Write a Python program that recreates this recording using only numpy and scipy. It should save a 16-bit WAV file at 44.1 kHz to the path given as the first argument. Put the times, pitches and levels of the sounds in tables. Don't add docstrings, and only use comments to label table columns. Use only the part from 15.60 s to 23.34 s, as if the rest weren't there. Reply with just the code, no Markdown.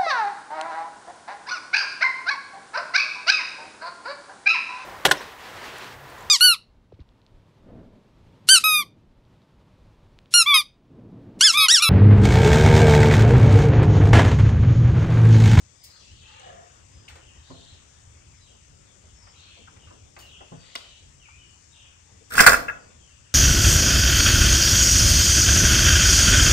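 import sys
import numpy as np
from scipy import signal
from scipy.fft import rfft, irfft, next_fast_len
from scipy.io import wavfile
from scipy.ndimage import uniform_filter1d, map_coordinates

SR = 44100
rng = np.random.default_rng(int(sys.argv[2]) if len(sys.argv) > 2 else 0)


def boost(x):
    u = np.asarray(x, float) / 20
    return 10 ** u


def generate_wav(signal):
    frames = np.transpose(np.atleast_2d(signal))
    scaled = np.clip(frames, -1, 1) * 32767
    pcm = np.round(scaled).astype(np.int16)
    wavfile.write(sys.argv[1], SR, pcm)


N = 341334


def unit(x):
    return x / np.sqrt(np.mean(x ** 2) + 1e-20)


def along(points, hz):
    point_hz, value = np.transpose(points)
    return np.interp(np.log(hz + 1), np.log(point_hz + 1), value)


def curves(rows):
    start_s, *columns = np.transpose(rows)
    t = np.arange(N) / SR
    gate = (t > start_s[0]) & (t < start_s[-1])
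    return [np.interp(t, start_s, column) for column in columns] + [gate]


def wobble(rate):
    knots = rng.standard_normal(int(N * rate / SR) + 4)
    return map_coordinates(knots, [np.arange(N) * rate / SR])


def filtered(x, response):
    size = next_fast_len(x.shape[-1] + 8192)
    spectrum = rfft(x, size) * response(np.fft.rfftfreq(size, 1 / SR))
    return irfft(spectrum, size)[..., :x.shape[-1]]


def ringing(modes, damping):
    def response(f):
        total = 0
        for k, (hz, width_hz, level_db) in enumerate(modes):
            loss = 1j * f * width_hz * damping
            total = total + (-1) ** k * boost(level_db) * loss / (hz * hz - f * f + loss)
        return total
    return response


def echo(x, decay, stretch):
    x = np.broadcast_to(x, (2, N))
    out = np.zeros((2, N + 2 * SR))
    step = SR // 4
    for i in range(0, N, step):
        noise = rng.standard_normal((2, int(stretch * SR) + 512))
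        hz, t, z = signal.stft(noise, SR, nperseg=128)
        t60_s = stretch * along(decay, hz)[:, None]
        tail = signal.istft(z * boost(-60 * t / t60_s), SR, nperseg=128)[1]
        wet = signal.fftconvolve(x[:, i:i + step], tail / np.linalg.norm(tail[0]), axes=1)
        out[:, i:i + wet.shape[1]] += wet
    return out[:, :N]


# start_s, level_db, brightness_db
SCRAPE_PATH = [(6.69, -65.5, 5.5), (6.714, -31, -14), (6.764, -24, -7.5), (6.798, -15.5, -4),
               (6.856, -17, -17.5), (6.866, -8.5, -9.5), (6.886, -10.5, -8.5), (6.898, -11.5, -13),
               (7.06, -52, -19)]
# pitch_hz, width_hz, level_db
HOUSING_MODES = [(480, 64, -9.5), (565, 52, -5.5), (660, 50, -4.5), (892, 100, -12.5), (1090, 120, -7.5),
                 (1198, 51, -11), (1230, 80.7, -7.5), (1418, 68, -2), (1450, 44, -1.5), (1510, 61, -3.5),
                 (1640, 46, -1), (1776, 120, -6.5), (1950, 63, -3.5), (2105, 81, -8.5), (2330, 170, -10.5),
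                 (2520, 100, -12.5), (2600, 37, -6.5), (2810, 150, -15.5)]


def scrape():
    level_db, bright_db, on = curves(SCRAPE_PATH)
    shocks = (rng.random(N) < .03) * rng.standard_normal(N)
    slips = unit(shocks * boost(3.7 * wobble(150))) * on
    housing = filtered(slips * boost(level_db + 6.5), ringing(HOUSING_MODES, damping=1.07))
    contact = slips * boost(level_db + bright_db + 9.5)
    return housing, contact


# start_s, level_db, brightness_db, aim_hz
BLOWS = [(6.705, -46, -16, 1280), (6.709, -41, -18, 1268), (6.72, -35, -15, 1400),
         (6.744, -34.5, -9.5, 1486), (6.753, -31, -2.5, 2024), (6.779, -14.5, -15.5, 1917),
         (6.791, -11, -17, 2400), (6.795, -6.5, -21, 1500), (6.805, -9.5, -7.5, 1480),
         (6.835, -22, -15, 1460), (6.845, -24, -11.5, 1470), (6.864, -2.5, -17.5, 1290),
         (6.875, -5, -13, 1450), (6.882, -7.5, -21, 1450), (6.89, -15, -23, 1403), (6.92, -19.5, -11, 1486),
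         (6.932, -18.5, -15, 1640), (6.942, -19.5, -20.5, 1640), (7.082, -25, -37, 1550),
         (7.084, -24, -39, 1800), (7.091, -26, -34, 1700), (7.097, -22, -36.5, 1580)]


def blows():
    contact_s, softens, side_scatter_db = .00018, .4, 2.6
    housing, contact = np.zeros((2, N)), np.zeros((2, N))
    t = np.arange(SR // 8) / SR
    hz, width_hz, mode_db = np.transpose(HOUSING_MODES)[:, :, None]
    for start_s, level_db, bright_db, aim_hz in BLOWS:
        i = round(start_s * SR)
        sides = boost(level_db + rng.normal(0, side_scatter_db) * np.array([[.5], [-.5]]))
        off_aim_db = 12 * np.minimum(np.log2(hz / aim_hz) ** 2, 3.5)
        struck = boost(mode_db + rng.normal(0, 2.2, hz.shape) - off_aim_db)
        tones = np.sin(2 * np.pi * hz * t + rng.normal(0, 0.82, hz.shape))
        ring = (struck * np.exp(-np.pi * 1.4 * width_hz * t) * tones).sum(0)
        rise = 1 - np.exp(-(t / (contact_s * boost(-softens * bright_db))) ** 2)
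        housing[:, i:i + len(t)] += sides * ring * rise
        burst = boost(bright_db + 15.0 - 60 * t / 0.025) * rng.standard_normal(len(t))
        contact[:, i:i + len(t)] += sides * burst
    return housing, contact


# pitch_hz, width_hz, level_db
SHAFT_MODES = [(4450, 59, -8), (5330, 73, 6), (6600, 19, -7.5), (7400, 24, 4), (7980, 220, -12.5),
               (9350, 32, 5)]
# pitch_hz, level_db
CONTACT_TONE = [(1500, -6.5), (3000, -7), (5000, -7.5), (9500, -7), (12500, -4.5), (14500, -5),
                (16000, -10.5)]


def clatter():
    scrape_housing, scrape_contact = scrape()
    blow_housing, blow_contact = blows()
    housing = filtered(scrape_housing + blow_housing, lambda f: f ** 4 / (f ** 4 + 350 ** 4))
    shaft = ringing(SHAFT_MODES, damping=4.5)
    contact = filtered(scrape_contact + blow_contact,
                       lambda f: boost(along(CONTACT_TONE, f) - 2.5) + .5 * shaft(f))
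    return housing + contact


# pitch_hz, width_hz, level_db
BODY_PANELS = [(40, 12, 0.5), (71, 12.6, 1.5), (130, 16, -3.5), (200, 7.3, -11), (249, 22, -2),
               (330, 14, -7.5), (439, 35, -5)]


def panels(shocks):
    return filtered(shocks, ringing(BODY_PANELS, damping=0.68))


def boom():
    boom_db, boom_t60_s = 2.5, 0.79
    level_db, _, on = curves(SCRAPE_PATH)
    push = on * boost(level_db)
    fade = boost(-60 / (boom_t60_s * SR))
    shudder = push + 0.39 * signal.lfilter([1 - fade], [1, -fade], push)
    return panels(unit(rng.standard_normal(N)) * shudder * boost(boom_db))


# start_s, level_db
HAND_DROPS = [(1.9, -37.5), (4.917, -38.5)]
# pitch_hz, level_db, t60_s
FENDER_MODES = [(136.3, -3.5, .4), (169.7, -6, 0.31), (263, -7, 0.27), (344, -10.5, 0.14), (458, -10, .25),
                (517, -7, .2), (676, -6, 0.26), (836, -17, .15), (1060, -2, .076)]


def thuds():
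    ring_db, puff_db = -8, -7
    out, t = np.zeros(N), np.arange(SR // 3) / SR
    hz, mode_db, t60_s = np.transpose(FENDER_MODES)[:, :, None]
    dull = lambda f: f / (f + 150) / (1 + (f / 1100) ** 4)
    for start_s, level_db in HAND_DROPS:
        i = round(start_s * SR)
        fading = boost(mode_db + rng.normal(0, 1.1, hz.shape) - 60 * t / t60_s)
        ring = (fading * np.sin(2 * np.pi * hz * t)).sum(0)
        puff = unit(filtered(rng.standard_normal(len(t)), dull)) * boost(-60 * t / 0.16)
        rise = 1 - np.exp(-t / 0.0017)
        out[i:i + len(t)] += boost(level_db) * (boost(ring_db) * ring + boost(puff_db) * puff) * rise
    return out


def puffs(contacts):
    out, t = np.zeros(N), np.arange(SR // 3) / SR
    for start_s, level_db, hz, spread, t60_s in contacts:
        i = round(start_s * SR)
        octave = np.array([[-1.5], [-.5], [.5], [1.5]]) * spread

        def bands(f):
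            distance = np.log2((f + 1) / hz) - octave
            return np.exp(-.5 * octave ** 2 / spread ** 2 - distance ** 2 / (0.71 * spread) ** 2)
        puff = unit(filtered(rng.standard_normal(len(t)), bands))
        puff = puff * boost(-60 * t / (t60_s * 2 ** (-.55 * octave)))
        puff = puff * (1 - np.exp(-t * hz * 2 ** octave / 1.4))
        out[i:i + len(t)] += boost(level_db) * puff.sum(0)
    return out


# start_s, level_db, pitch_hz, spread_octaves
HANDLING = [(0.237, -54, 8900, 1.1), (0.796, -59, 6750, 0.23), (1.48, -47, 2220, 0.29),
            (1.484, -55.5, 1930, 1.4), (1.553, -59, 1090, 1.5), (3.668, -60.5, 1020, 0.89),
            (3.969, -64, 696, 0.46), (3.99, -55.5, 330, .64), (4.074, -52.5, 1160, 0.36),
            (4.161, -64, 1080, 0.97), (4.27, -65, 1500, .88), (4.305, -58.5, 406, 1.2),
            (4.563, -54.5, 750, 1.26), (4.588, -57.5, 5950, 1.9), (4.805, -53, 700, 0.76),
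            (5.682, -58, 1270, 0.34), (6.609, -62, 398, 0.53)]


def knocks():
    t60_s_per_octave = 0.17
    return puffs([(*knock, t60_s_per_octave * knock[3]) for knock in HANDLING])


# start_s, level_db, pitch_hz, spread_octaves
SNAP_CONTACTS = [(5.1526, -36, 1200, 1.4), (5.1534, -33, 2780, 1.23), (5.1584, -32, 3970, 0.35)]


def snap():
    return puffs([(*contact, 0.019) for contact in SNAP_CONTACTS])


# start_s, level_db, squeak_hz
RUB_PATH = [(.62, -84, 880), (.7, -62, 860), (.8, -58, 850), (.83, -51, 790), (.89, -48, 710),
            (.94, -53, 680), (1.07, -62, 720), (1.18, -85, 690)]


def rub():
    low_db, hiss_peak_db, hiss_follows = -6.5, -54.5, 0.42
    level_db, hz, on = curves(RUB_PATH)
    t = np.arange(N) / SR

    def narrow(width_hz):
        return unit(filtered(rng.standard_normal(N), lambda f: 1 / (1 + (f / width_hz) ** 4)))
    turn = 2 * np.pi * np.cumsum(hz) / SR
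    lower = narrow(width_hz=97) * np.sin(2 * np.pi * 500 * t)
    squeak = (1 + .45 * narrow(width_hz=60)) * np.sin(turn + .8 * narrow(width_hz=40))
    upper = narrow(width_hz=590) * np.sin(2 * np.pi * 1500 * t)
    hiss_db = hiss_peak_db + hiss_follows * (level_db - level_db.max())
    return on * (boost(level_db) * (squeak + boost(low_db) * lower) + boost(hiss_db) * upper)


# start_s, length_s, from_hz, to_hz, level_db
WHISTLE_NOTES = [(0.18, 0.26, 5000, 4880, -55), (0.373, 0.16, 5770, 5800, -58),
                 (0.398, .042, 3500, 2440, -57.5), (0.469, .068, 2600, 3210, -55.5),
                 (0.616, 0.27, 2637, 2985, -57.5), (1.317, 0.18, 5040, 4940, -62),
                 (1.578, 0.064, 3200, 2600, -59), (1.629, 0.03, 2600, 3300, -59),
                 (1.657, 0.052, 3280, 2410, -55), (1.75, 0.055, 2680, 4100, -62),
                 (2.746, 0.11, 5300, 4740, -63), (2.801, .063, 4110, 3700, -59.5),
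                 (2.862, 0.036, 3600, 2480, -57.5), (2.896, .055, 3250, 2860, -62),
                 (3.55, 0.18, 5420, 5370, -57), (3.773, .21, 4320, 4330, -58.5),
                 (4.193, 0.07, 3280, 2600, -56), (4.602, 0.051, 3020, 2670, -51),
                 (4.964, .14, 4600, 4620, -59.5), (5.198, .13, 3140, 2924, -54.5),
                 (5.596, 0.081, 3190, 2136, -53.5), (5.689, 0.095, 2283, 2600, -56),
                 (5.781, 0.084, 3076, 2810, -54.5), (6.11, .054, 3740, 3860, -62),
                 (7.191, 0.069, 4895, 4660, -62), (7.385, 0.18, 3370, 2470, -61),
                 (7.636, .047, 3300, 2408, -61), (7.688, 0.038, 2430, 3320, -59.5)]
# start_s, length_s, from_hz, to_hz, level_db
BUZZY_NOTES = [(0.212, 0.32, 4635, 4510, -54.5), (0.546, 0.36, 3460, 3360, -53),
               (1.831, 0.35, 3866, 3660, -53.5), (3.62, .083, 4900, 4760, -59),
               (3.73, 0.31, 3452, 3138, -52.5), (4.658, .19, 3333, 2796, -51),
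               (4.999, 0.42, 3790, 3540, -53), (6.125, 0.16, 3380, 2743, -53.5)]
# pitch_hz, t60_s
TREE_ECHO = [(2500, 1), (5500, 0.25)]


def birds():
    whistle_warble_hz, buzz_warble_hz_per_s = 50.4, 1900
    song, flutter = np.zeros(N), wobble(220)
    notes = [(*note, whistle_warble_hz) for note in WHISTLE_NOTES]
    notes += [(*note, buzz_warble_hz_per_s * note[1]) for note in BUZZY_NOTES]
    for start_s, length_s, from_hz, to_hz, level_db, warble_hz in notes:
        i = round(start_s * SR)
        u = np.linspace(0, 1, int(length_s * SR))
        hz = from_hz + (to_hz - from_hz) * u + warble_hz * flutter[i:i + len(u)]
        shape = np.abs(np.sin(np.pi * u ** 0.79)) ** 0.28
        song[i:i + len(u)] += boost(level_db) * shape * np.sin(2 * np.pi * np.cumsum(hz) / SR)
    heard = 0.52 * song + 0.85 * echo(song, TREE_ECHO, stretch=.8)
    return boost([[1.8], [-1.8]]) * heard


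# pitch_hz, likeness
EAR_LIKENESS = [(60, .9), (130, 0.9), (290, -0.052), (640, -0.3), (3000, 0.27), (15000, -0.32)]


def rush(spectrum, patchy_db):
    z = signal.stft(rng.standard_normal((2, N + 512)), nperseg=512)[2]
    field = uniform_filter1d(rng.standard_normal(z.shape[1:]), 6, 0)
    field = uniform_filter1d(field, 14, 1)
    pair = signal.istft(z * boost(patchy_db * unit(field)), nperseg=512)[1][:, :N]

    def mid_side(hz):
        turn = np.arccos(np.clip(along(EAR_LIKENESS, hz), -1, 1)) / 2
        return boost(along(spectrum, hz)) * [np.cos(turn), np.sin(turn)]
    mid, side = filtered(pair, mid_side)
    return unit(np.array([mid + side, mid - side]))


# pitch_hz, level_db
TOWN_TONE = [(12, -52.5), (20, -18), (80, -0.5), (180, -16), (457, -22), (498, -22), (568, -21.5),
             (647, -24.5), (1210, -25), (3600, -28.5), (4680, -64.5), (7920, -120)]
# pitch_hz, level_db
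HISS_TONE = [(2500, -47.5), (3800, -6.5), (4800, -1.5), (6000, 4), (7500, 3.5), (8800, -6), (10000, -21),
             (12500, -26.5), (16000, -24.5)]
# start_s, level_db
TOWN_SWELL = [(0, -55), (1.1, -53.5), (1.4, -53), (3.3, -55), (4.2, -52.5), (4.6, -56.5), (5.0, -54),
              (5.5, -55.5), (7.7, -54)]
# pitch_hz, left_minus_right_db
DOOR_LEAN = [(60, 1), (180, 1.5), (550, 2), (1650, 3), (4970, 13), (15000, 16.5)]


def outdoors():
    hiss_db = -62.5
    town_db, _ = curves(TOWN_SWELL)
    buzz = 1 + .3 * np.exp(9 * np.cos(2 * np.pi * 59.9 * np.arange(N) / SR) - 9)
    town = boost(town_db) * rush(TOWN_TONE, patchy_db=2.5)
    hiss = boost(hiss_db + .3 * wobble(2.7)) * unit(buzz * rush(HISS_TONE, patchy_db=1.3))
    return filtered(town + hiss, lambda hz: boost(np.array([[.5], [-.5]]) * along(DOOR_LEAN, hz)))


# pitch_hz, t60_s
GARAGE_ECHO = [(100, 1), (500, 0.83), (1500, 0.33), (3000, 0.4), (5000, 0.37), (10000, 0.31)]


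def placed(x, bay_db, garage_db):
    direct = np.array([x[0], np.roll(x[1], 20)])
    bay = echo(x, GARAGE_ECHO, stretch=.07)
    garage = np.roll(echo(x, GARAGE_ECHO, stretch=0.94), 500, axis=1)
    return direct + boost(bay_db) * bay + boost(garage_db) * garage


def scene():
    thud = thuds()
    hands = boost([[1.2], [-1.2]]) * (knocks() + snap() + thud + rub())
    part = placed(clatter(), bay_db=4, garage_db=-5.5) + boom()
    handling = placed(hands, bay_db=0, garage_db=-5.5) + boost(-4) * panels(thud)
    return part + handling + birds() + outdoors()


def band_limit(x):
    return signal.sosfilt(signal.butter(12, 15900, fs=SR, output="sos"), x)


# pitch_hz, level_db
TREBLE_GAPS = [(9600, 0), (10500, -8), (10800, -32), (11900, -32), (12200, -2), (15700, -2), (16000, -60)]


def record(dry):
    thinned = filtered(dry, lambda hz: boost(along(TREBLE_GAPS, hz)))
    mix = np.clip(thinned, -1, 1)
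    return band_limit(mix)


dry = scene()
out = record(dry)
generate_wav(out)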